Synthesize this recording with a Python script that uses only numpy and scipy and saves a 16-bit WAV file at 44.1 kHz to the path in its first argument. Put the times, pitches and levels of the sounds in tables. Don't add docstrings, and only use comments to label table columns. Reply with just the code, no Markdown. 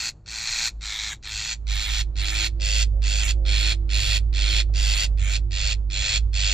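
import sys
import numpy as np
from scipy import signal
from scipy.fft import rfft, irfft, next_fast_len
from scipy.io import wavfile
from scipy.ndimage import uniform_filter1d

SR = 44100
rng = np.random.default_rng(int(sys.argv[2]) if len(sys.argv) > 2 else 0)


def gain_from_decibels(decibels):
    exponent = np.asarray(decibels, float) / 20
    return 10 ** exponent


def wav_record(signal):
    frames = np.transpose(np.atleast_2d(signal))
    bounded = np.clip(frames, -1, 1)
    quanta = np.round(bounded * 32767).astype(np.int16)
    wavfile.write(sys.argv[1], SR, quanta)


N = 287973


def evened(x):
    return x / np.sqrt(np.mean(x ** 2) + 1e-20)


def curves(rows, t):
    s, *columns = np.transpose(rows)
    return [np.interp(t, s, c) for c in columns]


def wander(count, smooth):
    return evened(uniform_filter1d(uniform_filter1d(rng.standard_normal(count), smooth), smooth))


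def coloured(points):
    size = next_fast_len(N, True)
    hz = np.fft.rfftfreq(size, 1 / SR)
    (db,) = curves([(np.log(f), v) for f, v in points], np.log(hz + 1))
    db[hz < points[0][0]] = -120
    return evened(irfft(rfft(rng.standard_normal(size)) * gain_from_decibels(db), size)[:N])


def resonate(x, hz, width_hz):
    turn = np.exp(2j * np.pi * np.cumsum(hz * np.ones(len(x))) / SR)
    r = np.exp(-np.pi * width_hz / SR)
    slow = signal.lfilter([(1 - r) ** 2], [1, -2 * r, r * r], x * turn.conj() + 1e-18)
    return 2 * (turn * slow).real


def bumps(rows, t, power=2):
    return sum(gain_from_decibels(db) * np.exp(-((t - s) / width_s) ** power) for s, db, width_s in rows)


def phase(hz):
    return 2 * np.pi * np.cumsum(hz) / SR


def effort_curve(age, length_s, final_db, swell_db, fresh):
    before_s = np.minimum(age, 0)
    snap_db = -13 * (before_s / 0.00083) ** 2
    faint_air_db = -18.5 + 702 * before_s
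    attack_db = -13 * fading(age, 0.024, fresh) + np.maximum(snap_db, faint_air_db) * fresh
    swell_db = -swell_db * np.maximum(1 - age / length_s, 0)
    return final_db + swell_db + attack_db + RELEASE_DB_PER_S * np.maximum(age - length_s, 0)


def fading(age, tau_s, fresh):
    return np.exp(-np.maximum(age, 0) / tau_s) * fresh


def chop(age, rate_hz, rise_hz_per_s, fresh):
    since = age + 0.001
    size = len(age)
    cycle = rate_hz * since + rise_hz_per_s * since ** 2 / 2 + .02 * wander(size, 400)
    depth_db = 3.3 + 6 * np.exp(-(age - age[0]) / .1) * fresh
    depth_db *= (age > -.004) | (not fresh)
    wave = np.cos(2 * np.pi * cycle) + 0.083 * np.sin(4 * np.pi * cycle)
    gate = gain_from_decibels(depth_db * wave + .5 * wander(size, 200))
    return cycle, gate / np.sqrt(uniform_filter1d(gate ** 2, 900, mode="nearest"))


def voice_box(cycle, throat_hz, breath):
    size, rough = len(cycle), .38
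    glide = 1 + .05 * np.sin(2 * np.pi * cycle) + .095 * wander(size, 60)
    turns = np.cumsum(880 * throat_hz / 4380 * glide) / SR
    clicks = np.diff(np.floor(turns), prepend=0) * gain_from_decibels(2.0 * rng.standard_normal(size))
    return (1 - rough) * evened(clicks - clicks.mean()) + rough * breath


def chest_thump(cycle, gate, breath):
    clean = 0.36
    beats = evened(sum(np.cos(2 * np.pi * k * cycle - 0.2505 * k * k) for k in range(3, 13)))
    return clean * beats + (1 - clean) * gate * breath


# f/Hz, width/Hz, level/dB
THROAT_RINGS = [(2500, 448, -1), (4414, 770, 0.5), (4975, 330, -7), (5434, 320, -8)]
MIDDLE_RINGS = [(3267, 980, 0)]
GULLET_RINGS = [(1480, 470, -2.5), (1949, 266, -2)]
BEAK_RINGS = [(6180, 510, 4.5), (7020, 870, 13), (7170, 580, -2), (8390, 4500, -25)]


def airway(gate, buzz, thump, breath, throat_hz, middle_db, bright_db, rush_db, gape):
    def opened(shut, wide):
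        return shut + (wide - shut) * gape

    drive, other = gate * buzz, gate * buzz[::-1]
    hiss = np.sqrt(gate) * breath
    flutter = 1 + .016 * wander(len(gate), 150)
    shift = throat_hz / 4380
    chest_hz = 584 + (860 - 584) * gape ** 2
    edge_db = np.interp(gape, [0, 0.25], [-32.5, 2.5])
    parts = [(drive, THROAT_RINGS, shift, -1.5),
             (other, MIDDLE_RINGS, 1, middle_db),
             (other, GULLET_RINGS, shift, opened(-17.5, -14)),
             (drive, BEAK_RINGS, 1, bright_db),
             (thump, [(chest_hz, 400, 0)], 1, -21.5),
             (hiss, [(11870, 1500, 0)], 1, rush_db - 2.5),
             (hiss, [(9640, 2500, 0)], 1, rush_db + edge_db),
             (hiss, [(13470, 1100, -7.5), (14500, 1000, -12)], 1, rush_db + opened(-29.5, 2)),
             (drive, [(4995, 449, 0)], 1, opened(-11, -22)),
             (drive, [(5748, 598.5, 0)], 1, opened(-30, -9))]
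    out = 0
    for source, modes, stretch, db in parts:
        ring = sum(gain_from_decibels(g) * resonate(source, f * stretch * flutter, w) for f, w, g in modes)
        band_hz = [.6 * modes[0][0], modes[-1][0] + 700]
        steep = signal.butter(4, band_hz, "band", fs=SR, output="sos")
        out = out + gain_from_decibels(db) * evened(signal.sosfilt(steep, ring))
    return out


RELEASE_DB_PER_S, RELEASE_S = -850, .055


def rasp(effort, chops, pose):
    length_s, final_db, swell_db = effort
    first_s, rate_hz, rise_hz_per_s = chops
    throat_hz, middle_db, facing_db, rush_db, gape = pose
    t = np.arange(max(first_s - .025, 0), first_s + length_s + RELEASE_S, 1 / SR)
    age, fresh = t - first_s, t[0] > 0
    over_s = np.maximum(age - length_s, 0)
    flick = flick_amount(t)
    throat_hz = throat_hz * (1 - 0.025 * over_s / RELEASE_S) * (1 - .07 * flick)
    late = fading(age, 0.011, fresh)
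    bright_db = facing_db - 7.5 * late
    middle_db = middle_db - 4.5 * late
    rush_db = rush_db - 15.5 * late + 3.5 * flick
    rush_db -= 0.44 * RELEASE_DB_PER_S * over_s
    cycle, gate = chop(age, rate_hz, rise_hz_per_s, fresh)
    breath = rng.standard_normal(len(t))
    buzz = voice_box(cycle, throat_hz, breath)
    thump = chest_thump(cycle, gate, breath)
    voice = airway(gate, buzz, thump, breath, throat_hz, middle_db, bright_db, rush_db, gape)
    return round(t[0] * SR), gain_from_decibels(effort_curve(age, length_s, final_db, swell_db, fresh)) * voice


# t/s, f/Hz, width/Hz, length/s, level/dB
FLICKS = [
    (0.963, 7200, 1320, 0.031, -6),
    (1.127, 4800, 1233, 0.022, -14),
    (1.283, 6440, 1530, 0.021, -12),
    (1.754, 5700, 1480, 0.0159, -4),
    (1.875, 5940, 1660, 0.0203, -9),
    (2.238, 6210, 1510, .015, -15.5),
    (2.33, 4800, 1497, 0.02, -12.5),
    (3.255, 4400, 880, 0.02334, -19),
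    (4.96, 5700, 1480, .015, -12),
    (5.253, 4560, 1000, 0.064, -18),
]


def flick_amount(t):
    return sum(np.exp(-((t - s) / length_s) ** 2) for s, f, w, length_s, db in FLICKS)


def flicked(x):
    hz, t, z = signal.stft(x, SR, nperseg=256)
    shade_db = 0
    for s, f, width_hz, length_s, db in FLICKS:
        shade_db = shade_db + db * np.exp(-((hz[:, None] - f) / width_hz) ** 2 - ((t - s) / length_s) ** 2)
    return signal.istft(z * gain_from_decibels(shade_db), SR, nperseg=256)[1][:N]


# length to release/s, final level/dB, swell/dB
EFFORTS = [(0.084, -27, 1), (0.4174, -23, 11), (0.323, -30, 0.5), (0.3057, -29, 4), (0.3421, -27.5, 3.5),
           (.31, -24, 6.5), (0.23, -25, 3.5), (0.29, -26.5, 3.5), (0.2738, -24.5, 2.5), (0.28, -24, 3),
           (0.28, -23.5, 6.5), (0.3098, -24.5, 5), (0.19, -26, 8.5), (0.2185, -26, 4), (0.2722, -23, 6.5),
           (.26, -24, 3.5)]
# first burst t/s, rate/Hz, rate rise/(Hz/s)
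CHOPS = [(0.0043, 115.0, 5), (0.2608, 111.0, 12), (0.8104, 104.5, 12), (1.2275, 104.5, 30),
         (1.6692, 100.5, 28), (2.1572, 99.6, 30), (2.5999, 98.5, 55), (3.0207, 100.6, 21),
         (3.4528, 97.7, 46), (3.893, 97.1, 28), (4.3291, 94.3, 57), (4.739, 97.6, 24), (5.1752, 94.8, 51),
         (5.5095, 91.0, 73), (5.9012, 96.0, 35), (6.3319, 94.6, 30)]
# throat f/Hz, middle ring level/dB, beak facing level/dB, air rush level/dB, gape/0-1
POSES = [(4355, -14, -3.5, -28.5, .95), (4250, -13, -4, -31, 0.98), (3935, -8, -4, -32.5, 0.99),
         (4320, -6.5, -3, -32, 1), (4150, -4.5, -8, -26, 0.88), (4250, -6, -8.5, -26.5, 0.7),
         (4485, -4.5, -5.5, -25.5, .3), (4440, -4.5, -5.5, -24.5, 0.57), (4190, -4.5, -10.5, -26.5, .4),
         (4287, -4.5, -9, -24.5, 0.26), (4270, -4, -10, -27, 0.29), (4520, -4.5, -6, -23.5, 0.58),
         (4350, -7, -8.5, -28, .3), (4350, -5, -7.5, -29.5, 0.2), (4255, -5, -6.5, -31.5, 0.11),
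         (4365, -3.5, -6, -32, 0.2)]


def bird():
    dry = np.zeros(N)
    for call in zip(EFFORTS, CHOPS, POSES):
        at, sound = rasp(*call)
        dry[at:at + len(sound)] += sound[:N - at]
    return at_ports(flicked(dry))


# f/Hz, left-right level/dB, right lead/rad, likeness/0-1
PORTS = [(316, -11, 3, 1), (704, -3.5, 2, 0.77), (1190, 0.5, 1.26, 1), (2000, 2, -0.35, 0.91),
         (2487, -8, 2.08, 1), (2954, -2.5, -2.9, 1), (3280, -7, -1, 0.99), (4300, -2, 0.66, 0.97),
         (4900, 2, 1.23, 0.92), (6780, -10.5, 1, 0.98), (7200, 11, 4, 0.99), (9220, -4.5, 8, 1),
         (9900, -3.5, 8, 0.8), (15000, 5.5, 7.5, 0.8)]


def at_ports(dry):
    balance_db, lead, same = curves(PORTS, np.fft.rfftfreq(512, 1 / SR))
    gain = np.array([gain_from_decibels(balance_db), np.ones(257)]) * np.sqrt(2 / (1 + gain_from_decibels(2 * balance_db)))
    shared = gain * np.array([same * np.exp(-.5j * lead), np.exp(.5j * lead)])
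    own = gain[0] * np.sqrt(1 - same ** 2)
    analytic = signal.hilbert(dry, next_fast_len(N))[:N]
    scrambled = (analytic * np.exp(2j * wander(N, 250))).real

    def impulse(z):
        return np.roll(irfft(z), 256, -1) * np.hanning(512)

    out = signal.oaconvolve(dry[None], impulse(shared), axes=1)[:, 256:256 + N]
    out[0] += signal.oaconvolve(scrambled, impulse(own))[256:256 + N]
    tails = np.array([scatter(0.5, 0.0037) for _ in range(2)])
    return out + gain_from_decibels(-37) * signal.oaconvolve(dry[None], tails, axes=1)[:, :N]


def scatter(t60_s, start_s):
    t = np.arange(round(.3 * SR)) / SR
    hits = rng.choice([-1., 1.], len(t)) * (rng.random(len(t)) < .08)
    taps = hits * (t > start_s) * gain_from_decibels(-60 * t / t60_s)
    return taps / np.linalg.norm(taps)


def engine():
    t = np.arange(N) / SR
    low = firing(t) + roar(t)
    return low * gain_from_decibels([[-3.0], [2.2]]) + (whine(t) + gears(t)) * gain_from_decibels([[-9], [4]])


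# t/s, level/dB
LOAD = [(0.0, -47.5), (0.71, -45.5), (1.29, -49.5), (1.76, -25.5), (1.85, -33.5), (1.93, -22.5),
        (2.18, -27.5), (2.71, -24.5), (2.78, -20), (4.11, -22.5), (4.95, -19.5), (5.04, -25), (5.11, -19.5),
        (6.02, -28), (6.07, -42), (6.18, -24.5), (6.42, -24), (6.53, -26.5)]


def load(t):
    (db,) = curves(LOAD, t)
    settle_s, full_db = 0.95, -21.5
    return db, uniform_filter1d(db, round(settle_s * SR), mode="nearest") - full_db


def firing(t):
    db, settled_db = load(t)
    hz = 53.2 * (1 + .02 * wander(N, 3000))
    waver_db = (1.3 - 0.15 * settled_db) * wander(N, 2400)
    hum = np.sqrt(2) * gain_from_decibels(db + waver_db) * np.sin(phase(hz))
    throb_db = -38 + .5 * settled_db + 3.0 * wander(N, 8000)
    return hum + gain_from_decibels(throb_db) * evened(resonate(rng.standard_normal(N), hz / 2, 12))


# f/Hz, level/dB per Hz
ROAR_SHAPE = [(36, -6.5), (62, -10), (78, -6), (98, -2), (120, -11), (167, -40), (279, -68), (301, -62.5),
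              (320, -37.5), (420, -61), (700, -120)]


def roar(t):
    roar_db = -37.5 + 0.39 * load(t)[1] + 1.67 * (t - 3.5)
    return gain_from_decibels(roar_db) * coloured(ROAR_SHAPE)


# t/s, level/dB, width/s
WHINE_SWELLS = [
    (2.4, -57, .3),
    (3.62, -51, 0.34),
    (4.62, -54.5, .2),
    (5.48, -51.5, 0.058),
    (5.92, -56.5, 0.065),
    (6.29, -60, 0.03),
]


def whine(t):
    switched = 1 / (1 + np.exp((1.82 - t) / 0.019))
    gain = gain_from_decibels(-69) + gain_from_decibels(-58.5) * switched * gain_from_decibels(-8 * np.maximum(t - 4.8, 0))
    gain += bumps(WHINE_SWELLS, t)
    hz = 336 * (1 + 0.0053 * wander(N, 4000))
    haze = evened(resonate(rng.standard_normal(N), hz, 17))
    return gain * (np.sin(phase(hz)) + 0.36 * haze)


# f/Hz, level/dB
GEAR_LINES = [(544, -53.5), (398, -60.5), (480.3, -59.5), (666, -61.5), (793, -65.5)]
# t/s, level/dB, width/s
GEAR_BITES = [
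    (2.68, -3, .1),
    (2.97, 1, 0.04),
    (3.15, -3, 0.044),
    (3.43, 1.5, 0.084),
]


def gears(t):
    lines = 0
    for f, db in GEAR_LINES:
        lines = lines + gain_from_decibels(db) * np.sqrt(2) * np.sin(2 * np.pi * f * t + 0.88 * wander(N, 900))
    return bumps(GEAR_BITES, t, 4) * lines


# f/Hz, level/dB per Hz
HUSH_SHAPE = [(110, -12), (150, -16), (230, -25), (400, -31), (700, -36), (1200, -43), (2200, -56),
              (4600, -66), (8500, -68.5), (15000, -100)]
# t/s, level/dB, width/s
LEAF_BRUSHES = [
    (2.961, -68, 0.031),
    (3.401, -63.5, 0.038),
    (4.70, -51, .012),
    (5.13, -60, 0.045),
]


def air():
    t = np.arange(N) / SR
    settled_db = load(t)[1]
    hush_db = -51.5 + 0.11 * settled_db + 2.2 * wander(N, 3000)
    hush = np.array([coloured(HUSH_SHAPE), coloured(HUSH_SHAPE)]) * gain_from_decibels(hush_db) * gain_from_decibels([[-2], [4]])
    wash = evened(resonate(rng.standard_normal(N), 516, 230))
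    road = np.array([wash, np.roll(wash, SR)]) * gain_from_decibels(-58 + settled_db)
    dull = evened(resonate(rng.standard_normal(N), 460, 540))
    return hush + road + bumps(LEAF_BRUSHES, t) * dull * gain_from_decibels([[-3], [2.5]])


def scene():
    return bird() + engine() + air()


def thin_treble(x, loud_db, under_db=-47, tilt_db_per_khz=.5):
    hz, t, z = signal.stft(x, SR, nperseg=1024, noverlap=512)
    band_hz = hz[:512:8, None]
    level_db = 10 * np.log10((abs(z[:512].reshape(64, 8, -1)) ** 2).sum(1) + 1e-14)
    bar_db = np.interp(t, np.arange(N) / SR, loud_db) + under_db
    bar_db = bar_db + tilt_db_per_khz * (band_hz - 12000) / 1000
    luck_db = 3 * uniform_filter1d(rng.standard_normal(level_db.shape), 2) * np.sqrt(2)
    keep = 1 / (1 + np.exp(np.clip(2 * (bar_db - level_db + luck_db), -30, 30)))
    z[:512] *= np.repeat(np.where(band_hz < 8300, 1, keep), 8, 0)
    return signal.istft(z, SR, nperseg=1024, noverlap=512)[1][:N]


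def band_limit(x):
    return signal.sosfilt(signal.butter(12, 15800, fs=SR, output="sos"), x)


# t/s, share/0-1
OPENING = [
    (1.38, 0),
    (1.62, 1),
]


def record(dry):
    mid, side = (dry[0] + dry[1]) / 2, (dry[0] - dry[1]) / 2
    (share,) = curves(OPENING, np.arange(N) / SR)
    high = signal.oaconvolve(side, signal.firwin(255, 11200, pass_zero=False, fs=SR), "same")
    side = share * side + (1 - share) * high
    loud_db = 10 * np.log10(uniform_filter1d(mid ** 2, 20000) + 1e-12)
    mid, side = thin_treble(mid, loud_db), thin_treble(side, loud_db)
    return band_limit(np.array([mid + side, mid - side]))


dry = scene()
out = record(dry)
wav_record(out)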